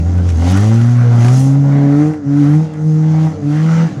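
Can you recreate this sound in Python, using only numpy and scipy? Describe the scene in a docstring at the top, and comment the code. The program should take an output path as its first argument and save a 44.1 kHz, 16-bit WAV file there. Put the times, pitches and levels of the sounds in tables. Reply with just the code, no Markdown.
"""A four-cylinder banger with an open exhaust pulls away on a dirt track while other cars drone nearby.
Half a second in, the pipe barks and the spinning tyres throw dirt; a few stones tick off the bodywork.
As the revs climb, the pipe booms on its low firing orders, with a burble of uneven firings and a gas rasp.
The throttle lifts near 2.2, 2.7, 3.4 and 3.9 s, and each time the pitch sags and the exhaust ducks.
The nearest of the other cars swells through the third lift."""
import sys
import numpy as np
from scipy import signal
from scipy.fft import rfft, irfft, next_fast_len
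from scipy.io import wavfile
from scipy.ndimage import uniform_filter1d, map_coordinates

SR = 44100
rng = np.random.default_rng(int(sys.argv[2]) if len(sys.argv) > 2 else 0)


def inscribe(sig):
    """Save sig as 16-bit PCM at rate SR to the path in sys.argv[1].

    A 1-D sig is mono; a 2-D sig holds one channel per row.
    Samples are clipped to [-1, 1] before scaling.
    """
    pcm = np.round(np.clip(np.atleast_2d(sig).T, -1, 1) * 32767)
    wavfile.write(sys.argv[1], SR, pcm.astype(np.int16))


N = 176400
TIME = np.arange(N) / SR

# Levels in the tables are relative; each layer is trimmed where it is mixed.
# drone of the nearest other car: time_s, firing_hz, level_db
NEIGHBOUR_DRIVE = [(0, 97.14, -21.5), (.35, 98.5, -27), (.7, 94.74, -32), (1.5, 90, -36),
                   (2.0, 92.08, -39.5), (2.2, 97.97, -34.5), (2.7, 95.85, -32.5), (3.0, 102, -39),
                   (3.25, 95.55, -28), (3.33, 94, -24), (3.41, 101.5, -21.5), (3.48, 106.5, -32),
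                   (3.7, 108.9, -32.5), (4, 108.1, -29)]
# its harmonics: firing_multiple, level_db
NEIGHBOUR_HARMONICS = [(1, 0), (2, -3), (3, -3.5), (4, -33.5), (5, -17), (6, -15.5), (7, -26), (8, -23)]
# blur of the distant cars: frequency_hz, level_db
DISTANT_EQ = [(25, 2), (55, 8), (100, 26), (250, 12), (600, 15), (1500, -5), (5000, -27), (15000, -98)]

# stones hitting the bodywork: start_s, level_db
STONE_HITS = [(.18, -41.5), (.29, -31), (0.303, -31), (0.321, -39), (0.573, -28.5), (.815, -34.5),
              (1.246, -29), (1.283, -27), (1.413, -38), (1.44, -37.5), (2.136, -41.5), (2.737, -41.5)]
# tone of a stone's tick: frequency_hz, level_db
STONE_EQ = [(500, -14), (1500, 3.5), (2900, 2.5), (4500, -9.5), (7000, -3), (10000, -12.5), (12000, -23),
            (14000, -43)]
# faders for crunching dirt, sliding soil and fine spray: time_s, level_db
CRUNCH_FADER = [(0.0, -40.5), (0.01, -53), (0.26, -46.5), (0.3, -43), (0.32, -48.5), (0.39, -45),
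                (0.48, -32.5), (1.04, -47), (1.27, -36), (1.58, -50.5), (2.02, -48), (2.23, -62),
                (2.42, -43.5), (2.81, -56), (3.22, -44.5), (3.41, -55), (3.5, -44.5), (3.81, -38),
                (3.95, -47.5), (4.0, -53)]
SOIL_FADER = [(0.0, -50), (0.23, -52), (0.29, -43.5), (0.33, -49), (0.5, -37), (1.06, -50), (1.36, -35),
              (1.58, -49.5), (1.83, -52.5), (2.05, -47), (2.22, -59), (2.38, -47.5), (2.64, -51),
              (2.71, -58.5), (2.85, -50.5), (3.29, -49), (3.38, -55), (3.77, -42.5), (3.99, -55),
              (4.0, -52)]
SPRAY_FADER = [(0,-60.5),(.24,-58.5),(.3,-58),(.38,-55),(.5,-49.5),(.62,-50),(.82,-53.5),(1.08,-60),(1.26,-50),(1.42,-47),(1.58,-59.5),(1.86,-62.5),(2.08,-55.5),(2.23,-75),(2.36,-59),(2.55,-54),(2.72,-67.5),(2.87,-59),(3.09,-64.5),(3.27,-56.5),(3.39,-69.5),(3.49,-57),(3.83,-58.5),(4,-67.5)]
# tone of the crunch, soil, spray and flying grit: frequency_hz, level_db
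CRUNCH_EQ = [(800, -16.5), (2000, -0.5), (2800, 2.5), (4000, -2), (5200, -5), (7000, -14), (10000, -28.5),
             (14000, -53)]
SOIL_EQ = [(2000, -26), (4000, -9.5), (5200, -2), (6100, 3), (7000, -1.5), (8000, -11.5), (10000, -22),
           (14000, -50.5)]
SPRAY_EQ = [(3000, -9.5), (6500, -6.5), (8000, -0.5), (9000, -9), (10200, -2), (11200, -14), (12300, -22.5),
            (13500, -30), (15300, -26.5)]
GRIT_EQ = [(4000, -24), (7500, -1), (10500, -1), (12500, -10.5), (14000, -16.5), (15200, -13.5)]

# the banger's revs: time_s, firing_hz
REVS = [(0.0, 80.46), (0.12, 88.47), (0.3, 87.37), (0.36, 79.7), (0.58, 98.54), (0.62, 104.6),
        (0.76, 114.8), (0.94, 121.8), (1.22, 117.4), (1.38, 131.8), (1.6, 139.7), (1.9, 140.9), (2.1, 155),
        (2.18, 150.5), (2.25, 139.6), (2.39, 145), (2.45, 142.7), (2.63, 158.6), (2.77, 152), (2.85, 155.3),
        (3.07, 155.9), (3.23, 158.3), (3.33, 157.7), (3.43, 143.3), (3.49, 145.4), (3.65, 160.3),
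        (3.85, 165.7), (4.0, 133.6)]
# accent of each of the four cylinders, before scaling by unevenness: level_db
CYLINDER_ACCENTS = [4, 0.5, -0.4, -2.7]
# growling tones between the firing orders: crank_multiple, level_db
GROWL_TONES = [(3, -9), (5, -17.5), (7, -15), (9, -14.5), (11, -13)]
# faders for the tailpipe's first four firing orders: time_s, level_db
ORDER_1_FADER = [(0.0, -15), (0.12, -12.5), (0.4, -12), (0.54, -11.5), (0.68, -10), (1.34, -7.5),
                 (1.4, -10), (1.74, -10), (2.1, -15), (2.16, -38), (2.23, -43), (2.27, -16.5), (2.57, -8.5),
                 (2.63, -13), (2.71, -31), (2.87, -10.5), (3.27, -11), (3.31, -21.5), (3.39, -36),
                 (3.45, -16.5), (3.65, -10.5), (3.83, -10), (3.87, -13.7), (3.91, -42), (3.93, -20),
                 (3.95, -50), (3.97, -24.4), (4.0, -19)]
ORDER_2_FADER = [(0,-16.5),(.08,-29.5),(.21,-19.5),(.3,-32),(.35,-30),(0.399,-30),(.52,-16),(0.631,-19.5),(.73,-15.5),(.92,-20),(1.03,-23.5),(1.119,-25.5),(1.2,-21.5),(1.3,-23.5),(1.38,-19.5),(1.519,-15.5),(1.67,-21),(1.8,-14.5),(2.02,-10.5),(2.21,-28.5),(2.29,-15),(2.41,-10),(2.57,-17.5),(2.65,-34.5),(2.89,-25),(3.25,-23),(3.35,-36),(3.48,-15.5),(3.75,-35),(4,-32)]
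ORDER_3_FADER = [(0,-39),(.2,-34),(.3,-61),(.39,-25.5),(.46,-17.5),(.5,-26),(.55,-17),(.62,-29),(.76,-25),(.86,-38.5),(1.04,-41),(1.18,-30.5),(1.309,-27.5),(1.42,-59),(1.69,-45),(1.77,-32),(2.08,-25),(2.249,-41),(2.451,-36.5),(2.601,-31),(2.751,-37),(2.89,-29.5),(3.31,-38),(3.39,-28.5),(3.47,-39),(3.84,-27.5),(3.9,-47),(4,-48)]
ORDER_4_FADER = [(0,-40),(.35,-54),(.47,-35),(.58,-30.5),(.72,-28.5),(.86,-57),(.99,-41),(1.07,-24),(1.2,-43),(1.4,-46),(1.65,-58),(1.76,-32.5),(1.951,-33),(2.15,-48),(4,-54)]
# trim on each of those orders: gain_db
ORDER_TRIMS = [1, 1, 0.23, -1.6]
# faders for the pipe's bark, the uneven firing and the gas rasp: time_s, level_db
BARK_FADER = [(0,-37),(.38,-33),(.47,-24),(.6,-27.5),(.8,-30.5),(.87,-36),(1,-38),(1.13,-27.5),(1.32,-28.5),(1.45,-33.5),(1.62,-35),(1.72,-29),(2.1,-30.5),(2.21,-48),(2.33,-37),(2.54,-31.5),(2.7,-45),(2.83,-45),(3.27,-29),(3.37,-49),(3.49,-36),(3.83,-37.5),(3.89,-43),(4,-46)]
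BURBLE_FADER = [(0,-30.5),(.35,-24.5),(.9,-35.5),(1.3,-25.5),(1.55,-30.5),(1.8,-24),(2.05,-31.5),(2.22,-40.5),(2.45,-29.5),(2.73,-39.5),(3.1,-33.5),(3.45,-42.5),(3.8,-25.5),(3.92,-30),(4,-30)]
RASP_FADER = [(0,-45),(.38,-42),(.43,-34),(.58,-30),(.67,-35),(.92,-37),(1.02,-34.5),(1.27,-33.5),(1.42,-41),(1.6,-42.5),(1.8,-33.5),(2.03,-35),(2.14,-40.5),(2.21,-51.5),(2.4,-36),(2.53,-37.5),(2.69,-49.5),(2.75,-44.5),(2.8,-50),(3.17,-39.5),(3.3,-38.5),(3.37,-50.5),(3.57,-35.5),(3.8,-31.5),(3.89,-40.5),(4,-48.5)]
# tone of the pipe, burble, rushing gas and header: frequency_hz, level_db
PIPE_EQ = [(280, -54.5), (380, -16), (430, -5), (480, 1.5), (520, -0.5), (575, 3), (650, 0), (770, 1.5),
           (870, -4.5), (1000, -13), (1300, -25.5), (3000, -64), (10000, -110)]
BURBLE_EQ = [(40, -64.5), (80, -19.5), (110, -6.5), (160, 4.5), (205, 11), (300, 3), (390, -7.5),
             (480, -21), (700, -39), (2000, -67.5), (8000, -120)]
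GAS_EQ = [(200, -28.5), (450, -9.5), (700, -3.5), (1000, -2), (1400, 2), (2000, -6), (2800, -21),
          (5000, -20.5), (10000, -41)]
HEADER_EQ = [(400, -44.5), (800, -8), (1000, -4.5), (1150, 7.5), (1400, 4.5), (1700, -3), (2000, 2),
             (2800, -14.5), (6000, -38), (9000, -58.5), (13000, -110)]


def amp(db):
    """Decibels to gain."""
    return 10 ** (np.asarray(db) / 20)


def unit(x):
    """Scale to rms 1."""
    return x / np.sqrt(np.mean(x ** 2) + 1e-20)


def curve(rows, column=1):
    """One column of a timed table, drawn out to a value per sample."""
    columns = np.transpose(rows)
    return np.interp(TIME, columns[0], columns[column])


def wobble(knots_per_s):
    """A smooth random drift."""
    return map_coordinates(rng.standard_normal(4000), [TIME * knots_per_s + 2], mode="wrap")


def tone(level_db, cycles):
    """A sine at the given rms level."""
    return np.sqrt(2) * amp(level_db) * np.sin(2 * np.pi * cycles)


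def colour(x, eq):
    """Pass x through a causal filter with the given EQ curve; rms 1."""
    size = 2 * next_fast_len(N // 2 + 8192)
    hz, db = np.transpose(eq)
    gain = amp(np.interp(np.log(np.fft.rfftfreq(size, 1 / SR) + 1), np.log(hz), db))
    cepstrum = irfft(np.log(gain), size)
    cepstrum[1:size // 2] *= 2  # minimum phase: the ring follows the hit
    cepstrum[size // 2 + 1:] = 0
    return unit(irfft(rfft(x, size) * np.exp(rfft(cepstrum)), size)[:N])


def patchy(depth_db):
    """Noise in which narrow bands swell and fade by chance; rms 1."""
    bands = signal.stft(rng.standard_normal(N), nperseg=1024)[2]
    swell = uniform_filter1d(rng.standard_normal(bands.shape), size=5, axis=0)
    swell = uniform_filter1d(swell, size=5, axis=1)
    return unit(signal.istft(bands * amp(depth_db * unit(swell)))[1][:N])


def grains(per_s, spread_db):
    """Tiny impacts of random size; rms 1."""
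    hits = rng.random(N) < per_s / SR
    polarity = np.sign(rng.standard_normal(N))
    return unit(hits * polarity * amp(spread_db * np.minimum(rng.exponential(size=N), 2)))


def puffs(cycles, depth):
    """A gain that swells once per firing."""
    return unit(1 + depth * np.cos(2 * np.pi * cycles))


def other_cars():
    """One wavering engine nearby, over the blur of those farther off."""
    cycles = np.cumsum(curve(NEIGHBOUR_DRIVE) * (1 + 0.0145 * wobble(20))) / SR
    fader_db = curve(NEIGHBOUR_DRIVE, column=2)
    drone = sum(tone(fader_db + db + 1.55 * wobble(18), order * cycles + rng.random())
                for order, db in NEIGHBOUR_HARMONICS)
    distant = amp(-37 + 2.7 * wobble(7.2)) * colour(rng.standard_normal(N), DISTANT_EQ)
    return amp(-5.5) * drone + distant


def stones(decay_s=0.035):
    """Dry ticks of stones on the bodywork, each falling 60 dB in decay_s."""
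    envelope = sum(amp(db - 60 * np.abs(TIME - start_s) / decay_s) * (TIME >= start_s)
                   for start_s, db in STONE_HITS)
    return amp(1.5) * envelope * colour(rng.standard_normal(N), STONE_EQ)


def tyres(cycles):
    """Crunching dirt, hissing soil and fine spray throb with the engine; hard wheelspin throws grit."""
    throb = puffs(cycles, depth=0.21)
    clods_db = 0.62 * wobble(28)
    coarse = throb * patchy(depth_db=3.1) + 0.6 * grains(per_s=1500, spread_db=1.5)
    crunch = amp(curve(CRUNCH_FADER) - 0.5) * colour(coarse, CRUNCH_EQ)
    sandy = throb * patchy(depth_db=2.6) + 0.3 * grains(per_s=4500, spread_db=5)
    soil = amp(curve(SOIL_FADER) + 1) * colour(sandy, SOIL_EQ)
    spray_db = curve(SPRAY_FADER)
    spray = amp(spray_db - 0.5 + 0.7 * wobble(40)) * colour(throb * patchy(depth_db=3), SPRAY_EQ)
    grit_db = -40.5 + 1.94 * (spray_db - spray_db.max())  # grows faster than the spray
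    grit = amp(grit_db + 2.2 * wobble(98)) * colour(grains(per_s=1000, spread_db=2), GRIT_EQ)
    return amp(clods_db) * (crunch + soil + spray + grit)


def earth_banks(x, decay_s=0.12, wet_db=3):
    """Scatter from rough ground and earth banks smears each pulse a little; rms 1."""
    t = TIME[:SR // 4]
    tail = rng.standard_normal(len(t)) * amp(-60 * t / decay_s)
    return unit(x + amp(wet_db) * signal.fftconvolve(x, tail / np.linalg.norm(tail))[:N])


def firings(cycles, scatter_db, jitter_s, unevenness):
    """One pulse per firing, each cylinder with its own accent."""
    count = np.arange(1, int(cycles[-1]))
    timing, force = rng.standard_normal((1000, 2))[count].T
    position = np.clip(np.interp(count, cycles, TIME) + jitter_s * timing, 0, TIME[-2]) * SR
    strength = amp(unevenness * np.take(CYLINDER_ACCENTS, count, mode="wrap") + scatter_db * force)
    sample = position.astype(int)
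    spill = strength * (position - sample)  # each pulse straddles two samples
    return np.bincount(sample, strength - spill, N + 1)[:N] + np.bincount(sample + 1, spill, N + 1)[:N]


def growl(cycles):
    """Unequal cylinders put wavering tones halfway between the firing orders, riding the burble's fader."""
    crank_turns = cycles / 2
    tones = sum(tone(db + 2.9 * wobble(14), multiple * crank_turns + rng.random() + 0.041 * wobble(18))
                for multiple, db in GROWL_TONES)
    return amp(curve(BURBLE_FADER)) * tones


def exhaust(cycles, flutter_s=0.0001):
    """Firing pulses bark in the pipe and buzz in the header, uneven ones burble, and the gas rasps."""
    fluttered = cycles + flutter_s * curve(REVS) * wobble(40)  # pipe turbulence nudges the timing
    pulses = firings(fluttered, scatter_db=3, jitter_s=0.00005, unevenness=0.85)
    roar = colour(patchy(depth_db=1) * puffs(cycles, depth=1), PIPE_EQ)
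    bark_db = curve(BARK_FADER) - 0.5 + 1.4 * wobble(25.05)
    bark = amp(bark_db) * unit(earth_banks(colour(pulses, PIPE_EQ)) + 0.28 * roar)

    lumpy = firings(cycles, scatter_db=2.1, jitter_s=0.00008, unevenness=0.78)
    even = firings(cycles, scatter_db=2, jitter_s=0, unevenness=0)
    burble = amp(curve(BURBLE_FADER) + 0.5) * colour(lumpy - even, BURBLE_EQ)  # the steady note cancels

    gas = colour(patchy(depth_db=3) * puffs(cycles, depth=0.088), GAS_EQ)
    buzz = amp(-5) * earth_banks(colour(pulses, HEADER_EQ))
    rasp = amp(curve(RASP_FADER) + 0.85 * wobble(28.22)) * (gas + buzz)
    return bark + burble + rasp


def boom(cycles, waver_db=(0.2, 0.5, 1, 1.4)):
    """The clean low firing orders of the tailpipe; the higher ones waver more."""
    faders = [ORDER_1_FADER, ORDER_2_FADER, ORDER_3_FADER, ORDER_4_FADER]
    return sum(tone(curve(fader) + ORDER_TRIMS[k] + waver_db[k] * wobble(35), (k + 1) * cycles)
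               for k, fader in enumerate(faders))


def scene():
    """The mono mix: one firing clock drives the banger's engine and the throb of its tyres."""
    cycles = np.cumsum(curve(REVS) * (1 + 0.003 * wobble(25))) / SR
    engine = boom(cycles) + exhaust(cycles) + growl(cycles)
    return (engine + tyres(cycles) + stones() + other_cars())[None]


def record(dry):
    """A brick-wall high cut takes off the very top of the treble."""
    cutoff_hz = 15830
    size = next_fast_len(N + SR // 2)
    passband = np.fft.rfftfreq(size, 1 / SR) < cutoff_hz
    return irfft(rfft(dry, size) * passband, size)[..., :N]


dry = scene()
out = record(dry)
inscribe(out)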